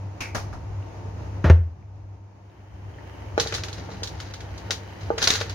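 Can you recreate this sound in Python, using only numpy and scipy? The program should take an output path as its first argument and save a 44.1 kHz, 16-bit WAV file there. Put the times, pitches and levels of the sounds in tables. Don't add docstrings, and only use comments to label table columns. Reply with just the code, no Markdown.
import sys
import numpy as np
from scipy import signal
from scipy.fft import rfft, irfft
from scipy.io import wavfile
from scipy.ndimage import uniform_filter1d, minimum_filter1d

SR = 44100
rng = np.random.default_rng(int(sys.argv[2]) if len(sys.argv) > 2 else 0)


def put_to_file(sound):
    columns = np.atleast_2d(sound).T
    safe = np.clip(columns, -1, 1)
    whole_steps = np.round(safe * 32767)
    wavfile.write(sys.argv[1], SR, whole_steps.astype(np.int16))


N = 244314
TIME = np.arange(N) / SR

# [f/Hz, relative level/dB]
LIP_COLOUR = [(1500, -4), (2600, -6), (4000, 2.5), (5200, -0.5), (6600, -0.5), (9000, -2.5), (15000, -10.5)]
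# [f/Hz, relative level/dB]
HOLLOW_COLOUR = [(200, -21), (500, 3.5), (900, -10), (1400, 1), (2200, -0.5), (3200, -0.5), (6000, -27.5)]
# [t/s, level/dB]
SAUCE_HEAT = [(0, -62.5), (1.5, -59), (2.3, -72), (2.52, -50), (3.3, -50.5), (4.4, -49.5), (5.54, -45)]


def undb(db):
    return 10 ** (np.asarray(db) / 20)


def unit(x):
    return x / np.sqrt(np.mean(x ** 2))


def impulse(x):
    return x / np.sqrt(np.sum(x ** 2, axis=-1, keepdims=True))


def curve(rows):
    return np.interp(TIME, *np.transpose(rows))


def fade(t60, size):
    return np.exp(-np.log(1000) * TIME[:size] / max(t60, 1 / SR))


def add(track, s, sound):
    i = int(s * SR)
    track[..., i:i + sound.shape[-1]] += sound[..., :N - i]


def ring(x, response):
    full = signal.fftconvolve(np.atleast_2d(x), np.atleast_2d(response), axes=-1)
    return full[:, :x.shape[-1]]


def colour(x, points, size=4096):
    hz, db = np.transpose(points)
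    bins_hz = np.arange(size // 2 + 1) * SR / size
    log_gain = np.log(undb(np.interp(np.log(bins_hz + 1), np.log(hz), db)))
    cepstrum = irfft(log_gain)
    cepstrum[1:size // 2] *= 2
    cepstrum[size // 2 + 1:] = 0
    return ring(x, impulse(irfft(np.exp(rfft(cepstrum)))))


def lowpass(x, hz, order=2):
    return signal.sosfilt(signal.butter(order, min(hz, SR / 2 - 1), fs=SR, output="sos"), x)


def highpass(x, hz):
    return signal.sosfilt(signal.butter(3, hz, "high", fs=SR, output="sos"), x)


def walk(rate):
    k = int(SR / rate)
    steps = np.repeat(rng.standard_normal(N // k + 1), k)[:N]
    return unit(uniform_filter1d(steps, k))


def diffuse(size, apart_hz=560, bass_side=0.096):
    mid, side = rng.standard_normal((2, size))
    side = side - (1 - bass_side) * lowpass(side, apart_hz, order=1)
    return unit(mid + side * np.array([[1], [-1]]))


def echoes(bowl_db, room_db, room_t60=0.19, size=14000):
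    bowl = impulse(diffuse(size) * fade(.05, size) * (TIME[:size] > .0008))
    room = impulse(diffuse(size) * fade(room_t60, size) * (TIME[:size] > .005))
    return undb(bowl_db) * bowl + undb(room_db) * room


def fan(air_db=-37, flutter_db=1.07, rumble_hz=170, wander_db=2):
    # [f/Hz, mean level/dB rms, wavering/dB]
    motor_tones = [(98.85, -36.5, 3.5), (194.4, -58, 6), (912, -60, -3)]
    # [f/Hz, relative level/dB]
    air_colour = [(20, -35), (38, -27.5), (55, -5.5), (72, 2.5), (110, -5.5), (160, -11), (225, -21),
                  (300, -15), (480, -21.5), (850, -21.5), (1400, -33), (2700, -39.5), (3300, -46.5),
                  (6600, -45), (15000, -52.5)]
    # [t/s, gain/dB]
    bass_swell = [(0, -1), (.25, -7), (.55, 3), (.95, -4), (1.38, 6), (2.05, 3), (2.45, -10), (2.85, 1),
                  (3.1, -8.5), (3.5, -1), (5.05, -3.5), (5.54, 1)]
    hum = np.zeros(N)
    for hz, db, waver_db in motor_tones:
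        amplitude = np.sqrt(2) * undb(db + waver_db * walk(14))
        hum += amplitude * np.sin(2 * np.pi * hz * TIME + 0.21 * walk(10))
    air = unit(colour(diffuse(N), air_colour)) * undb(air_db + flutter_db * walk(18))
    sound = hum + air
    bass = signal.sosfiltfilt(signal.butter(3, rumble_hz, fs=SR, output="sos"), sound)
    bass_gain = undb(curve(bass_swell) + wander_db * walk(7))
    return sound + bass * (bass_gain - 1)


def simmer(rate=260, pop_level=0.6):
    # [f/Hz, relative level/dB]
    sauce_colour = [(100, -19.5), (400, 6.5), (1000, -2.5), (1900, 3), (2600, -4.5), (3100, 0), (3350, -12),
                    (6400, -19.5), (9000, -10.5), (15000, -11.5)]
    pops = (rng.random((2, N)) < rate / SR) * rng.laplace(size=(2, N))
    hiss = diffuse(N) + pop_level * unit(pops)
    return unit(colour(hiss, sauce_colour)) * undb(curve(SAUCE_HEAT) + 0.95 * walk(9.7))


def bubbles(cycles=24, glide=0.31, small_db=-1, small_hz=1800, octaves=0.62, scatter_db=3, count=90,
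            size=6000):
    # [t/s, relative level/dB, middle of the glide f/Hz]
    big_bubbles = [(0.826, -48, 2740), (1.055, -43, 412), (1.826, -47, 2280), (2.985, -39, 1860)]
    out, heat_db, small = np.zeros(N), curve(SAUCE_HEAT), []
    for when, strength, pitch in rng.uniform(-1, 1, (count, 3)):
        i = int((when + 1) / 2 * (N - 1))
        db = heat_db[i] + small_db + scatter_db * strength
        small.append((TIME[i], db, small_hz * 2 ** (2 * octaves * pitch)))
    for s, db, hz in big_bubbles + small:
        decay = fade(cycles / hz, size)
        turns = np.cumsum(hz * (1 + glide * (.5 - decay))) / SR
        add(out, s, undb(db) * decay * np.sin(2 * np.pi * turns))
    return np.array([out, out])


def clacks(tail_t60=0.26, sag=0.1417, sag_t60=0.219, rise_t60=0.01, size=20000):
    # [t/s, relative level/dB, final resonance f/Hz, width/Hz, resonance level/dB, resonance t60/s]
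    distant_knocks = [(0.2049, -26, 2316, 490, -4, 0.32), (0.347, -24, 871, 1100, -7, 0.22),
                      (0.527, -44.5, 642, 1300, 3.5, 0.19)]
    # [f/Hz, relative level/dB]
    distant_colour = [(100, 13.5), (400, 3.5), (1500, 4), (3500, -5), (5500, 0), (7000, -3), (10000, 0.5),
                      (15000, -8.5)]
    out, onset = np.zeros((2, N)), 1 - fade(rise_t60, size)
    for s, db, hz, width_hz, peak_db, t60 in distant_knocks:
        turn = np.exp(2j * np.pi * np.cumsum(hz * (1 + sag * fade(sag_t60, size))) / SR)
        slow_noise = lowpass(diffuse(size) + 1j * diffuse(size), width_hz / 2)
        resonance = undb(peak_db) * unit(np.real(turn * slow_noise)) * fade(t60, size)
        tail = diffuse(size) * fade(tail_t60, size)
        add(out, s, undb(db) * onset * (tail + resonance))
    return colour(out, distant_colour)


def bumps(boom_hz=83.25, boom_t60=0.35, low_cut_hz=56, rise_t60=0.0062, room_db=-9, echo_s=0.0906,
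          echo_db=-15, size=30000):
    # [t/s, relative boom level/dB, relative rattle level/dB, rattle t60/s]
    stand_bumps = [(1.4408, -17, -18.5, 0.25), (1.448, -6.5, -25, 0.3), (1.4982, 11.5, 0.5, 0.074)]
    # [f/Hz, relative level/dB]
    rattle_tone = [(40, -24), (130, 1.5), (220, -5.5), (350, -2.5), (550, -4.5), (1000, -13), (1700, -13.5),
                   (2100, -21.5), (2800, -23), (3500, -30.5), (6500, -37.5), (15000, -42.5)]
    boom, rattle = np.zeros((2, N))
    for s, boom_db, rattle_db, t60 in stand_bumps:
        mode = fade(boom_t60, size) * np.sin(2 * np.pi * boom_hz * TIME[:size])
        add(boom, s, -undb(boom_db) * mode)
        envelope = fade(t60, size) * (1 - fade(rise_t60, size))
        add(rattle, s, undb(rattle_db) * envelope * rng.standard_normal(size))
    boom = lowpass(boom, 260)
    add(boom, 0, undb(echo_db) * np.roll(lowpass(boom, 100), int(echo_s * SR)))
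    rattle = colour(rattle, rattle_tone)
    room = impulse(diffuse(size) * fade(0.33, size))
    shake = boom + rattle + undb(room_db) * ring(rattle, room)
    return highpass(shake, low_cut_hz)


def wok_ring(size=20000):
    # [f/Hz, relative level/dB, t60/s]
    wok_modes = [(358, -20, 0.082), (471.5, -8, 0.1), (443.8, -17.5, 0.31), (570, -4, 0.021),
                 (624, -13.5, 0.042), (817, -4.5, 0.037), (1213, -9, 0.022), (1476, -4, 0.01),
                 (2300, -28, .035), (3930, -15, 0.15), (4120, -13, .15), (4700, -18, 0.17),
                 (4814, -19, 0.11), (6200, -14, .14), (6300, -13, .14)]
    return sum(undb(db) * fade(t60, size) * np.sin(2 * np.pi * hz * TIME[:size]) for hz, db, t60 in wok_modes)


def spoon(low_cut_hz=320, gain_db=2):
    # [t/s, relative level/dB, contact cut-off f/Hz]
    spoon_knocks = [(3.3779, -11.5, 2440), (3.461, -26, 2500), (3.524, -27, 2500), (3.891, -30.5, 1500),
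                    (4.022, -30.5, 1290), (4.700, -29.5, 1630), (5.1034, -12, 1300), (5.178, -28, 2200),
                    (5.272, -35, 3000), (5.411, -24, 2200)]
    out, tap = np.zeros(N), wok_ring()
    for s, db, contact_hz in spoon_knocks:
        add(out, s, undb(db + gain_db) * lowpass(tap, contact_hz, order=4))
    out = highpass(out, low_cut_hz)
    ports = np.array([out, np.roll(out, 11)])
    return ports + ring(ports, echoes(bowl_db=-9, room_db=-7))


def shell_ring(hz, t60, octaves=0.402, count=30, size=1024):
    modes_hz = np.minimum(hz * 2 ** (octaves * rng.standard_normal((count, 1))), .45 * SR)
    turns = modes_hz * TIME[:size] + rng.random((count, 1))
    return impulse(np.sin(2 * np.pi * turns).sum(axis=0) * fade(t60, size))


def chatter(hz, length_s, crack=1.0, ring_t60=0.016, bounce=0.9, count=5, size=2048):
    out = np.zeros(size)
    for k in range(count):
        jitter = min(k, 1) * rng.uniform(-.5, .5)
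        late_s = min(length_s, .02) * (k + jitter) / count
        snap = impulse(rng.standard_normal(size) * fade(.01, size))
        contact = shell_ring(hz, ring_t60, size=size) + crack * snap
        i = int(late_s * SR)
        out[i:] += bounce ** k * contact[:size - i]
    return impulse(out)


def shells(lip_db=14, body_db=11.0, lip_hz=4550, body_hz=1550, chatter_s=.005, chatter_scatter=.2,
           pan_scatter_db=1):
    # [t/s, relative level/dB, relative hollow body level/dB]
    loud_shells = [(3.378, -27.5, 3.5), (3.3985, -11, -9), (3.413, -26, -12), (3.471, -23, -18),
                   (3.5229, -27, 5.5), (3.5399, -20, -8.5), (3.5483, -18, -18.5), (3.58, -30, -1),
                   (3.6354, -23.5, -4), (3.683, -30.5, -.5), (3.7286, -28.5, -20), (4.0321, -20, -18.5),
                   (4.073, -26.5, -24.5), (4.201, -28.5, -4.5), (4.3373, -30, -5), (4.405, -35, 0.5),
                   (4.578, -34.5, -11), (4.707, -13.5, -7.5), (5.180, -21, -0.5), (5.219, -18.5, -11),
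                   (5.226, -11, -11), (5.2398, -12.5, -17), (5.2731, -6.5, -7.5), (5.303, -8, -10),
                   (5.337, -17.5, -18), (5.3544, -17, -7.5), (5.402, -25, -5), (5.412, -23, 2.5),
                   (5.496, -27.5, -2.5)]
    lips, bodies = np.zeros((2, 2, N))
    for s, db, hollow_db in loud_shells:
        lag = rng.integers(0, 13, 2)
        place, linger = rng.standard_normal(2)
        gain = undb(db + pan_scatter_db * place * np.array([[1], [-1]]) / 2)
        length_s = chatter_s * np.exp(chatter_scatter * linger)
        for track, hz, part_db in ((lips, lip_hz, 0), (bodies, body_hz, hollow_db)):
            sound = echoes(bowl_db=0.0, room_db=3.5)
            direct = chatter(hz, length_s)
            for ear in range(2):
                add(sound[ear], lag[ear] / SR, direct)
            add(track, s, gain * undb(part_db) * sound)
    return undb(lip_db) * colour(lips, LIP_COLOUR) + undb(body_db) * colour(bodies, HOLLOW_COLOUR)


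def stirring(rise_db_per_s=450, settle_db_per_s=130, restless_db=-59):
    # [t/s, level of the small ticks/dB, length/s]
    spoon_pushes = [(3.403, -42.5, 0.18), (3.774, -46, 0.023), (3.912, -47.5, 0.015), (4.16, -51, 0.15),
                    (4.734, -53, 0.035), (5.013, -49.5, 0.015), (5.218, -31.5, 0.12), (5.492, -49.5, .04)]
    motion = undb(restless_db) * (TIME > spoon_pushes[0][0])
    for s, db, length_s in spoon_pushes:
        before, after = np.maximum(s - TIME, 0), np.maximum(TIME - s - length_s, 0)
        push = undb(db - rise_db_per_s * before - settle_db_per_s * after)
        motion = np.maximum(motion, push)
    return motion


def heap(rate=420, spread_db=0.5, body_db=-5, lip_hz=4700, body_hz=1500, count=14):
    lips, bodies = np.zeros((2, 2, N))
    for _ in range(count):
        strength = undb(spread_db * np.minimum(rng.exponential(size=N), 3))
        ticks = (rng.random(N) < rate / count / SR) * strength
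        for track, hz in ((lips, lip_hz), (bodies, body_hz)):
            sound = ring(ticks, chatter(hz, 0.00209, count=2))[0]
            for ear in range(2):
                add(track[ear], rng.integers(0, 7) / SR, sound)
    out = colour(lips, LIP_COLOUR) + undb(body_db) * colour(bodies, HOLLOW_COLOUR)
    return unit(out) * stirring()


def scene(left_db=0.8):
    ticks = heap() + undb(6) * bubbles()
    clatter = shells() + ticks + ring(ticks, echoes(bowl_db=-4.0, room_db=-5.5))
    clatter = clatter + undb(-24.0) * ring(clatter, impulse(wok_ring()))
    mix = clatter + spoon() + clacks() + fan() + simmer() + bumps()
    return mix * undb(np.array([[left_db], [-left_db]]) / 2)


def gain_control(x, ceiling_db=-0.42, hold_s=1.033, release_db_per_s=17):
    peak_db = 20 * np.log10(np.abs(x).max(axis=0) + 1e-9)
    over = np.maximum(peak_db - ceiling_db, 0)
    size = int(hold_s * SR)
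    held = -minimum_filter1d(-over, size, origin=(size - 1) // 2, mode="constant")
    cut_db = np.maximum.accumulate(held + release_db_per_s * TIME) - release_db_per_s * TIME
    return x * undb(-uniform_filter1d(np.roll(cut_db, -90), size=200))


def record(dry, shelf_hz=7045, shelf_db=-14.5, top_hz=15900):
    hz = np.arange(N // 2 + 1) * SR / N
    step = (1 + np.tanh((hz - shelf_hz) / 220)) / 2
    dull = irfft(rfft(dry) * undb(shelf_db * step), N)
    top_cut = signal.ellip(8, .2, 70, top_hz, fs=SR, output="sos")
    return signal.sosfilt(top_cut, gain_control(dull))


dry = scene()
out = record(dry)
put_to_file(out)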